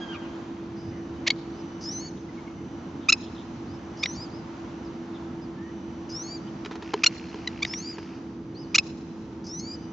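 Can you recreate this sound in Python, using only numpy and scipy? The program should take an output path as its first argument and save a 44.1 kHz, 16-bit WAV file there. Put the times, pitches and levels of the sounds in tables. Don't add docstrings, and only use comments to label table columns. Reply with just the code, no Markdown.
import sys
import numpy as np
from scipy import signal
from scipy.fft import rfft, irfft
from scipy.io import wavfile

SR = 44100
rng = np.random.default_rng(int(sys.argv[2]) if len(sys.argv) > 2 else 0)


def materialize(psi):
    bounded = np.clip(np.atleast_2d(psi).T, -1, 1)
    quanta = np.round(bounded * 32767).astype(np.int16)
    wavfile.write(sys.argv[1], SR, quanta)


N = 437472
TIME = np.arange(N) / SR


def undb(db):
    return 10 ** (np.asarray(db) / 20)


def unit(x):
    return x / np.sqrt(np.mean(x ** 2))


def clock(length):
    return np.arange(int(length * SR)) / SR


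def gate(t, length, fade):
    return np.clip(np.minimum(t, length - t) / fade, 0, 1)


def curve(rows, t=TIME):
    return np.interp(t, *np.transpose(rows))


def walk(rate, t=TIME):
    position = (t - t[0]) * rate
    count = int(position[-1]) + 2
    return np.interp(position, np.arange(count), rng.standard_normal(count))


def turn(hz):
    return 2 * np.pi * np.cumsum(hz) / SR


def add(track, s, sound):
    i = max(int(s * SR), 0)
    track[i:i + len(sound)] += sound[:N - i]


def pan(x, left_db):
    return x * undb(np.array([[left_db], [-left_db]]) / 2)


def colour(x, points):
    hz, db = np.transpose(points)
    size = 4096
    grid = np.maximum(np.fft.rfftfreq(size, 1 / SR), 1)
    gain = undb(np.interp(np.log(grid), np.log(hz), db))
    cepstrum = irfft(np.log(gain))
    cepstrum[1:size // 2] *= 2
    cepstrum[size // 2 + 1:] = 0
    return signal.oaconvolve(x, irfft(np.exp(rfft(cepstrum))))[:len(x)]


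def noise(points):
    return unit(colour(rng.standard_normal(N), points))


def air_noise(points, width):
    mid, side = noise(points), noise(points)
    return mid + width * side * np.array([[1], [-1]])


def bursts(rows, points, fade):
    level = sum(undb(db) * gate(TIME - s, length, fade) for s, length, db in rows)
    return level * noise(points)


# f/Hz, level/dB
TRAFFIC_COLOUR = [(20, -42.5), (45, -17.5), (75, -2), (130, -1.5), (200, 3.5), (280, 2), (350, -6),
                  (440, -7), (540, -15), (900, -59)]
HISS_COLOUR = [(200, -9.5), (500, -0.5), (750, 2), (950, 1.5), (1300, -3.5), (2000, -10), (3000, -14),
               (4500, -18), (6000, -21), (7200, -26), (8000, -30.5), (9000, -45.5)]
# t/s, level/dB
HISS_COURSE = [(0, -46), (.6, -48.5), (2.6, -49), (5.2, -48.5), (7.6, -50), (8.5, -53), (9.92, -52)]

def outdoors(traffic_db=-40.5, breeze_db=-61):
    traffic = air_noise(TRAFFIC_COLOUR, width=.027) * undb(traffic_db + 1.03 * walk(5.5))
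    hiss = air_noise(HISS_COLOUR, width=.61) * undb(curve(HISS_COURSE) + walk(5))
    breeze_colour = [(20, -30), (45, -7.5), (75, 5), (130, -1), (300, -34), (1000, -66.5)]
    breeze = air_noise(breeze_colour, width=.66) * undb(breeze_db + 1.5 * walk(7.5))
    return traffic + hiss + breeze


# t/s, f/Hz
MOTOR_PITCH = [(0, 335.5), (5.2, 335.5), (9.92, 330)]
# t/s, level/dB
FIRST_MOTOR_LEVEL = [(0, -40.5), (1.4, -39), (2.5, -45), (4.3, -45), (5.2, -39.5), (6.8, -43), (9.92, -42)]
SECOND_MOTOR_LEVEL = [(0, -47.5), (6.8, -46.5), (9.92, -69)]
# f/Hz, level/dB
FAINT_TONES = [(244, -52), (900, -66), (1311, -71)]

def machine_hum(beat_hz=8, low_tone_ratio=.853, low_tone_db=-4):
    hz = curve(MOTOR_PITCH)
    first = undb(curve(FIRST_MOTOR_LEVEL)) * np.sin(turn(hz))
    second = np.sin(turn(hz - beat_hz)) + undb(low_tone_db) * np.sin(turn(hz * low_tone_ratio))
    second *= undb(curve(SECOND_MOTOR_LEVEL))
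    tones = sum(undb(db + 3 * walk(2)) * np.sin(turn(tone_hz * (1 + .004 * walk(8))))
                for tone_hz, db in FAINT_TONES)
    return np.sqrt(2) * (first + second + tones)


# t/s, length/s, level/dB
WHINE_SPELLS = [(0.713, 0.41, -67.5), (1.48, 0.66, -64), (2.503, 0.42, -68), (3.622, 0.55, -68.5),
                (4.653, 0.44, -71), (5.593, 0.64, -68), (8.501, 0.28, -68), (9.66, 1, -67)]

def whine(rest_hz=6020, rest_db=-75.5, spell_hz=6010, sag_hz=115.6, flutter=.0049, lower_db=-1.5):
    def tone(hz, t):
        phase = turn(hz * (1 + flutter * walk(900, t)))
        return np.sqrt(2) * (np.sin(phase) + undb(lower_db) * np.sin(phase / 2))
    out = undb(rest_db + 2.7 * walk(3.7)) * tone(rest_hz, TIME)
    for s, length, db in WHINE_SPELLS:
        t = clock(length)
        add(out, s, gate(t, length, .066) * undb(db) * tone(spell_hz - sag_hz * t / length, t))
    return out


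def far_note(t, hz, db, jitter, harmonics_db=(0,)):
    phase = turn(hz * (1 + jitter * walk(1200, t)))
    tone = sum(undb(level) * np.sin(k * phase) for k, level in enumerate(harmonics_db, 1))
    return np.sqrt(2) * gate(t, t[-1], .01) * undb(db + 2 * walk(63, t)) * tone


CRY_HARMONICS = [2.5, 2.5, -13, -16]

def far_cry(start_hz=1635, sag_hz_per_s=500, break_s=.122, fall_hz_per_s=9700, swell_db_per_s=20.5):
    out = np.zeros(N)
    t = clock(.17)
    hz = start_hz - sag_hz_per_s * t - fall_hz_per_s * np.maximum(t - break_s, 0)
    jitter = np.where(t < break_s, .011, .07)
    add(out, 0, far_note(t, hz, -53.5 + swell_db_per_s * t, jitter, CRY_HARMONICS))
    return out


# delay/s, relative level/dB
ECHO_DECAY = [(0, -2.5), (.012, 16), (.025, -21), (.065, -8), (.11, -0.5), (.17, -9), (.22, -7.5),
              (.28, -11), (.36, -12.5), (.6, -20), (.9, -54)]
# delay/s, level against the diffuse echo/dB
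ECHO_RETURNS = [(.083, -15), (.118, -15.5), (0.226, -20)]

def echo(x, flutter_db=3):
    t = clock(.99)
    decay = undb(curve(ECHO_DECAY, t) + flutter_db * walk(60, t))
    responses = decay * rng.standard_normal((2, len(t)))
    diffuse = np.array([signal.oaconvolve(x, h / np.linalg.norm(h))[:N] for h in responses])
    returns = np.zeros(N)
    for s, db in ECHO_RETURNS:
        add(returns, s, undb(db) * x)
    return returns + diffuse


# t/s, length/s, time to the top/s, top f/Hz, level/dB
FAR_PEEPS = [(1.518, 0.11, 0.084, 5120, -63), (3.668, .10, .08, 5180, -61), (4.294, .115, 0.084, 5150, -59),
             (4.84, .05, .012, 5150, -60), (5.408, .06, .025, 5000, -61.5), (8.545, 0.11, 0.074, 5070, -53)]
# t/s, length/s, start f/Hz, end f/Hz, level/dB, flutter/share of pitch
CHIRPS = [(.76, 0.15, 4930, 5050, -62.5, .045), (.91, 0.11, 2000, 1840, -57.5, 0.15),
          (2.16, .03, 3600, 3600, -60, 0.11), (2.28, .03, 2060, 2020, -57, .03),
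          (2.37, 0.029, 2210, 2180, -54, .034), (2.47, 0.019, 2160, 2150, -49.5, .033),
          (2.57, .03, 2130, 2120, -57.5, .027), (5.14, 0.036, 3550, 3460, -55, 0.066),
          (5.56, 0.15, 1710, 1940, -56, .016), (6.465, .025, 3040, 3040, -54, 0.06)]

def far_birds(rise_s=.085, fall_s=.036, droop=.26, flank_db=-5.5):
    out = np.zeros(N)
    for s, length, top_s, top_hz, db in FAR_PEEPS:
        t = clock(length)
        flank = ((t - top_s) / np.where(t < top_s, rise_s, fall_s)) ** 2
        add(out, s, far_note(t, top_hz * (1 - droop * flank), db + flank_db * flank, jitter=.021))
    for s, length, start_hz, end_hz, db, flutter in CHIRPS:
        t = clock(length)
        add(out, s, far_note(t, start_hz + (end_hz - start_hz) * t / length, db, flutter))
    return out


# t/s, length/s, level/dB
HAND_BUMPS = [(.82, 0.13, -39), (3.55, 0.24, -44), (4.14, 0.065, -37), (4.85, .06, -39)]
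# f/Hz, level/dB
HAND_COLOUR = [(30, -35), (70, -3), (110, 4), (170, -6.5), (300, -21), (700, -62)]

def hand_bumps():
    return bursts(HAND_BUMPS, HAND_COLOUR, fade=.025)


def swell(t, length, crest, attack, release):
    top = length * crest
    fall = np.clip((t - top) / (length - top), 0, 1)
    return np.minimum(t / top, 1) ** attack * (1 - fall) ** release, fall


def syrinx(hz, effort, fall, gape_db, treble_db, rasp_db, odd_loss_db,
           open_s=.0033, closed_db=-14.5, gape_hz=4010, gape_width_hz=910):
    t = np.arange(len(hz)) / SR
    flip_db = odd_loss_db * np.minimum(3.6 * fall, 1)
    hz = hz * (1 - .05 * np.clip(flip_db / 10, 0, 1))
    jitter = (.0059 + .06 * undb(rasp_db)) * (1 - fall)
    phase = turn(hz * (1 + jitter * walk(900, t)))
    bright_db = treble_db + closed_db * np.maximum(1 - t / open_s, 0)
    voice = 0
    for k in range(1, 15):
        loss_db = 2.5 * k * (1 - effort) + (k % 2) * flip_db
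        bill_db = gape_db * np.exp(-((k * hz - gape_hz) / gape_width_hz) ** 2)
        shelf_db = bright_db * np.interp(k * hz, [1700, 6000], [0, 1])
        harmonic = np.cos(k * phase - .12 * k ** 2)
        voice += undb(bill_db + shelf_db - loss_db) * harmonic * (k * hz < SR / 4)
    rasp = 2 * undb(rasp_db) * (1 + np.cos(phase)) * (1 - fall) ** 3 * rng.standard_normal(len(t))
    return np.sqrt(2) * effort * (voice + rasp)


# t/s, length/s, start f/Hz, end f/Hz, source level/dB, swell exponent, gape/dB, treble/dB, rasp/dB
RISING_NOTES = [(1.2627, 0.025, 487, 700, -23, 0.63, 2, 1, -11),
                (3.086, .0215, 1206, 1440, -10.5, 0.22, -7, -1.5, -26),
                (4.024, 0.02, 1055, 1316, -21.5, 1.6, 4.5, -2.5, -9.5),
                (7.035, 0.014, 1210, 1560, -10.5, 0.23, -8, -3, -10.5),
                (7.619, 0.0178, 1050, 1285, -23, 1.2, 4, -1.5, -11),
                (8.7449, 0.022, 1161, 1536, -15, 0.14, -6.5, 3.5, -10.5)]
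# t/s, length/s, start f/Hz, ring f/Hz, source level/dB, gape/dB, treble/dB, odd-harmonic loss/dB
SNAP_NOTES = [(1.302, 0.012, 655, 1150, -22, 13, -2, 7), (3.122, .022, 1200, 1355, -13.5, 1.5, 3.5, 21),
              (4.057, 0.0082, 676, 1040, -23.5, 7, -6, 22),
              (7.0608, 0.019, 1134, 1421, -13.5, 3, 2.5, -1.5),
              (7.4727, .011, 1000, 1028, -27.5, 8, -1.5, 13), (7.6488, 0.0081, 658, 1006, -23.5, 6, -6, 11),
              (7.7348, 0.0083, 866, 1170, -29, -1, -5, -6.5), (8.781, .02, 1130, 1356, -13.5, 2, 1.5, 39)]
# f/Hz, gain/dB
THROAT_COLOUR = [(300, -40.5), (700, -10), (1270, -17.5), (1480, -18), (1720, -7), (1900, -1), (2200, 4),
                 (2600, -3), (3200, -5), (4200, -3.5), (4700, -4), (5300, -7.5), (6200, -9), (7100, -13),
                 (7700, -21), (9000, -23.5)]

def lapwing_chips(settle_s=.0038, snap_rasp_db=-14):
    out = np.zeros(N)
    for s, length, start_hz, end_hz, db, attack, gape_db, treble_db, rasp_db in RISING_NOTES:
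        t = clock(length)
        effort, fall = swell(t, length, crest=.68, attack=attack, release=.58)
        hz = start_hz + (end_hz - start_hz) * (t / length) ** 1.35
        add(out, s, undb(db) * syrinx(hz, effort, fall, gape_db, treble_db, rasp_db, odd_loss_db=0))
    for s, length, start_hz, ring_hz, db, gape_db, treble_db, odd_loss_db in SNAP_NOTES:
        t = clock(length)
        effort, fall = swell(t, length, crest=.29, attack=.27, release=.75)
        hz = start_hz + (ring_hz - start_hz) * np.minimum(t / settle_s, 1) ** 3
        add(out, s, undb(db) * syrinx(hz, effort, fall, gape_db, treble_db, snap_rasp_db, odd_loss_db))
    return colour(out, THROAT_COLOUR)


# t/s, rise/s, fall/s, start f/Hz, crack f/Hz, top f/Hz, source level/dB,
# hoarse opening/s, time to the crack/s, roughness of the crack/0-1
SQUEAL_CALLS = [(1.806, 0.26, 0.032, 1494, 1957, 2260, -37, 0.055, .122, .45),
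                (3.97, 0.26, 0.043, 1547, 2210, 2464, -42, 0.031, .19, 0.64),
                (6.089, 0.26, 0.036, 1577, 2027, 2383, -38, 0.035, .137, 0.05),
                (7.655, .245, 0.066, 1570, 2024, 2480, -37, 0.039, .13, .3),
                (9.44, 0.3, 0.023, 1560, 2123, 2507, -39.5, 0.058, .16, .35)]
# f/Hz, gain/dB
BEAK_COLOUR = [(1500, -30), (2400, -22.5), (3400, -27.5), (4000, -19), (4450, -8), (5000, 1.5), (6150, -1),
               (6700, -15), (7400, -20.5), (9000, -25.5)]

def squeals(attack_s=.077, drop=.12, crack_half_width_s=.011, kink=.016, harmonics_db=(-2, 0, 0, -7)):
    out = np.zeros(N)
    for s, rise_s, fall_s, start_hz, crack_hz, top_hz, db, hoarse_s, crack_s, rough in SQUEAL_CALLS:
        t = clock(rise_s + fall_s)
        fall = np.maximum(t - rise_s, 0) / fall_s
        hz = np.interp(t, [0, crack_s, rise_s], [start_hz, crack_hz, top_hz]) * (1 - drop * fall ** 2)
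        after_crack = (t - crack_s) / crack_half_width_s
        hz *= 1 + kink * np.tanh(after_crack) * np.exp(-abs(after_crack) / 5)
        waver = .013 * walk(45, t) + .0066 * walk(160, t) + .011 * walk(1500, t)
        phase = turn(hz * (1 + waver))
        tone = np.sqrt(2) * sum(undb(d) * np.sin(k * phase) for k, d in enumerate(harmonics_db, 1))
        hoarse = np.exp(-(t / hoarse_s) ** 6)
        rasp = np.clip(.032 + .85 * hoarse + rough * np.exp(-after_crack ** 2), 0, 1)
        voice = np.sqrt(1 - rasp ** 2) * tone + 3.4 * rasp * rng.standard_normal(len(t))
        effort_db = -10 * np.maximum(1 - t / attack_s, 0) - 10 * fall
        shimmer_db = 2 * walk(140, t)
        add(out, s, gate(t, t[-1], .0035) * undb(db + effort_db + shimmer_db) * voice)
    return colour(out, BEAK_COLOUR)


# t/s, length/s, level/dB
FAR_RATTLES = [(3.0, 0.096, -60), (3.21, 0.09, -54.5), (3.345, 0.09, -54.5)]
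# f/Hz, level/dB
RATTLE_BAND = [(2400, -35), (3100, -3), (3700, 0), (4500, -25)]

def far_rattles(pulse_hz=123):
    pulses = (1 + np.cos(2 * np.pi * pulse_hz * TIME)) / np.sqrt(3 / 2)
    return bursts(FAR_RATTLES, RATTLE_BAND, fade=.022) * pulses


# t/s, scrape/dB, scrape decay/s, body ring/dB
CONTACTS = [(6.649, -31.5, 0.0042, -43), (6.659, -32, 0.0074, -40.5), (6.711, -38.5, 0.021, -37.5),
            (6.755, -37, 0.0077, -40), (6.824, -35, 0.0055, -40), (6.936, -28, 0.0033, -27.5),
            (6.9397, -17, 0.0013, -19.5), (7.344, -42, 0.0014, -36.5), (7.983, -39, 0.0094, -37.5),
            (8.028, -42.5, 0.0045, -49)]
# f/Hz, t60/s, level/dB
BODY_MODES = [(416.4, 0.061, 2), (1005, 0.013, 5), (1620, 0.03, -6), (2300, 0.011, -15), (2990, 0.019, -5),
              (4190, .02, -11)]
# f/Hz, gain/dB
SCRAPE_COLOUR = [(200, -18), (700, 10.5), (1800, 7.5), (3000, 3), (4000, 1.5), (6000, -6), (9000, -17.5)]

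def camera_clicks(bounce_s=.0022, bounce_db=-4):
    scrape, ring = np.zeros(N), np.zeros(N)
    t = clock(.1)
    body = sum(undb(db - 60 * t / t60) * np.sin(2 * np.pi * hz * t) for hz, t60, db in BODY_MODES)
    for s, scrape_db, decay_s, ring_db in CONTACTS:
        add(scrape, s, undb(scrape_db) * np.exp(-t / decay_s) * rng.standard_normal(len(t)))
        add(ring, s, undb(ring_db) * body)
        add(ring, s + bounce_s, undb(ring_db + bounce_db) * body)
    low_cut = signal.butter(2, 220, "highpass", fs=SR, output="sos")
    return colour(scrape, SCRAPE_COLOUR) + signal.sosfilt(low_cut, ring)


# f/Hz, level/dB
GEAR_COLOUR = [(300, -9), (900, 1.5), (1400, 10), (1900, 7), (2900, 7.5), (3700, -4), (4800, 5.5),
               (6500, -2), (8000, -35)]

def zoom_motor(start_s=6.81, stop_s=8.19, start_db=-53, ease_db_per_s=3.2, tick_hz=68, tick_db=-.5):
    running = gate(TIME - start_s, stop_s - start_s, fade=.02)
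    level = undb(start_db - ease_db_per_s * np.maximum(TIME - start_s, 0))
    cycle = turn(tick_hz * (1 + .05 * walk(30))) / (2 * np.pi) % 1
    flare = np.exp(-cycle / .1) * undb(2.5 * walk(tick_hz))
    tick_colour = [(800, -18.5), (1900, -3), (2700, -1), (4000, -18.5), (9000, -26.5)]
    ticks = unit(colour(rng.standard_normal(N) * flare, tick_colour))
    return (noise(GEAR_COLOUR) + undb(tick_db) * ticks) * level * running


# f/Hz, left minus right level/dB
NEAR_BALANCE = [(1400, -0.5), (2600, -2), (4200, 3), (7000, 1.5)]

def scene():
    chips, squealing, far, cry = lapwing_chips(), squeals(), far_birds(), far_cry()
    near = np.array([colour(chips, [(hz, side * db / 2) for hz, db in NEAR_BALANCE])
                     for side in (1, -1)])
    birds = near + pan(squealing, left_db=.5) + far + cry + far_rattles()
    scattered = colour(chips, [(1500, -8), (2600, -2), (4000, 3.5), (7000, 3)])
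    echoes = echo(undb(-25.5) * scattered + undb(-13.5) * squealing + undb(-4) * far + undb(-.5) * cry)
    camera = pan(camera_clicks() + zoom_motor() + hand_bumps(), left_db=-.5)
    background = pan(outdoors() + machine_hum() + whine(), left_db=-1.1)
    return birds + echoes + camera + background


# f/Hz, gain/dB
CAMERA_TREBLE = [(7100, 0), (7500, -5), (8000, -20.5), (8600, -17), (9400, -29.5)]

def record(dry, ceiling=.85, top_hz=9000):
    rounded = dry / (1 + (dry / ceiling) ** 6) ** (1 / 6)
    dull = np.array([colour(channel, CAMERA_TREBLE) for channel in rounded])
    return signal.sosfilt(signal.ellip(8, .2, 70, top_hz, fs=SR, output="sos"), dull)


dry = scene()
out = record(dry)
materialize(out)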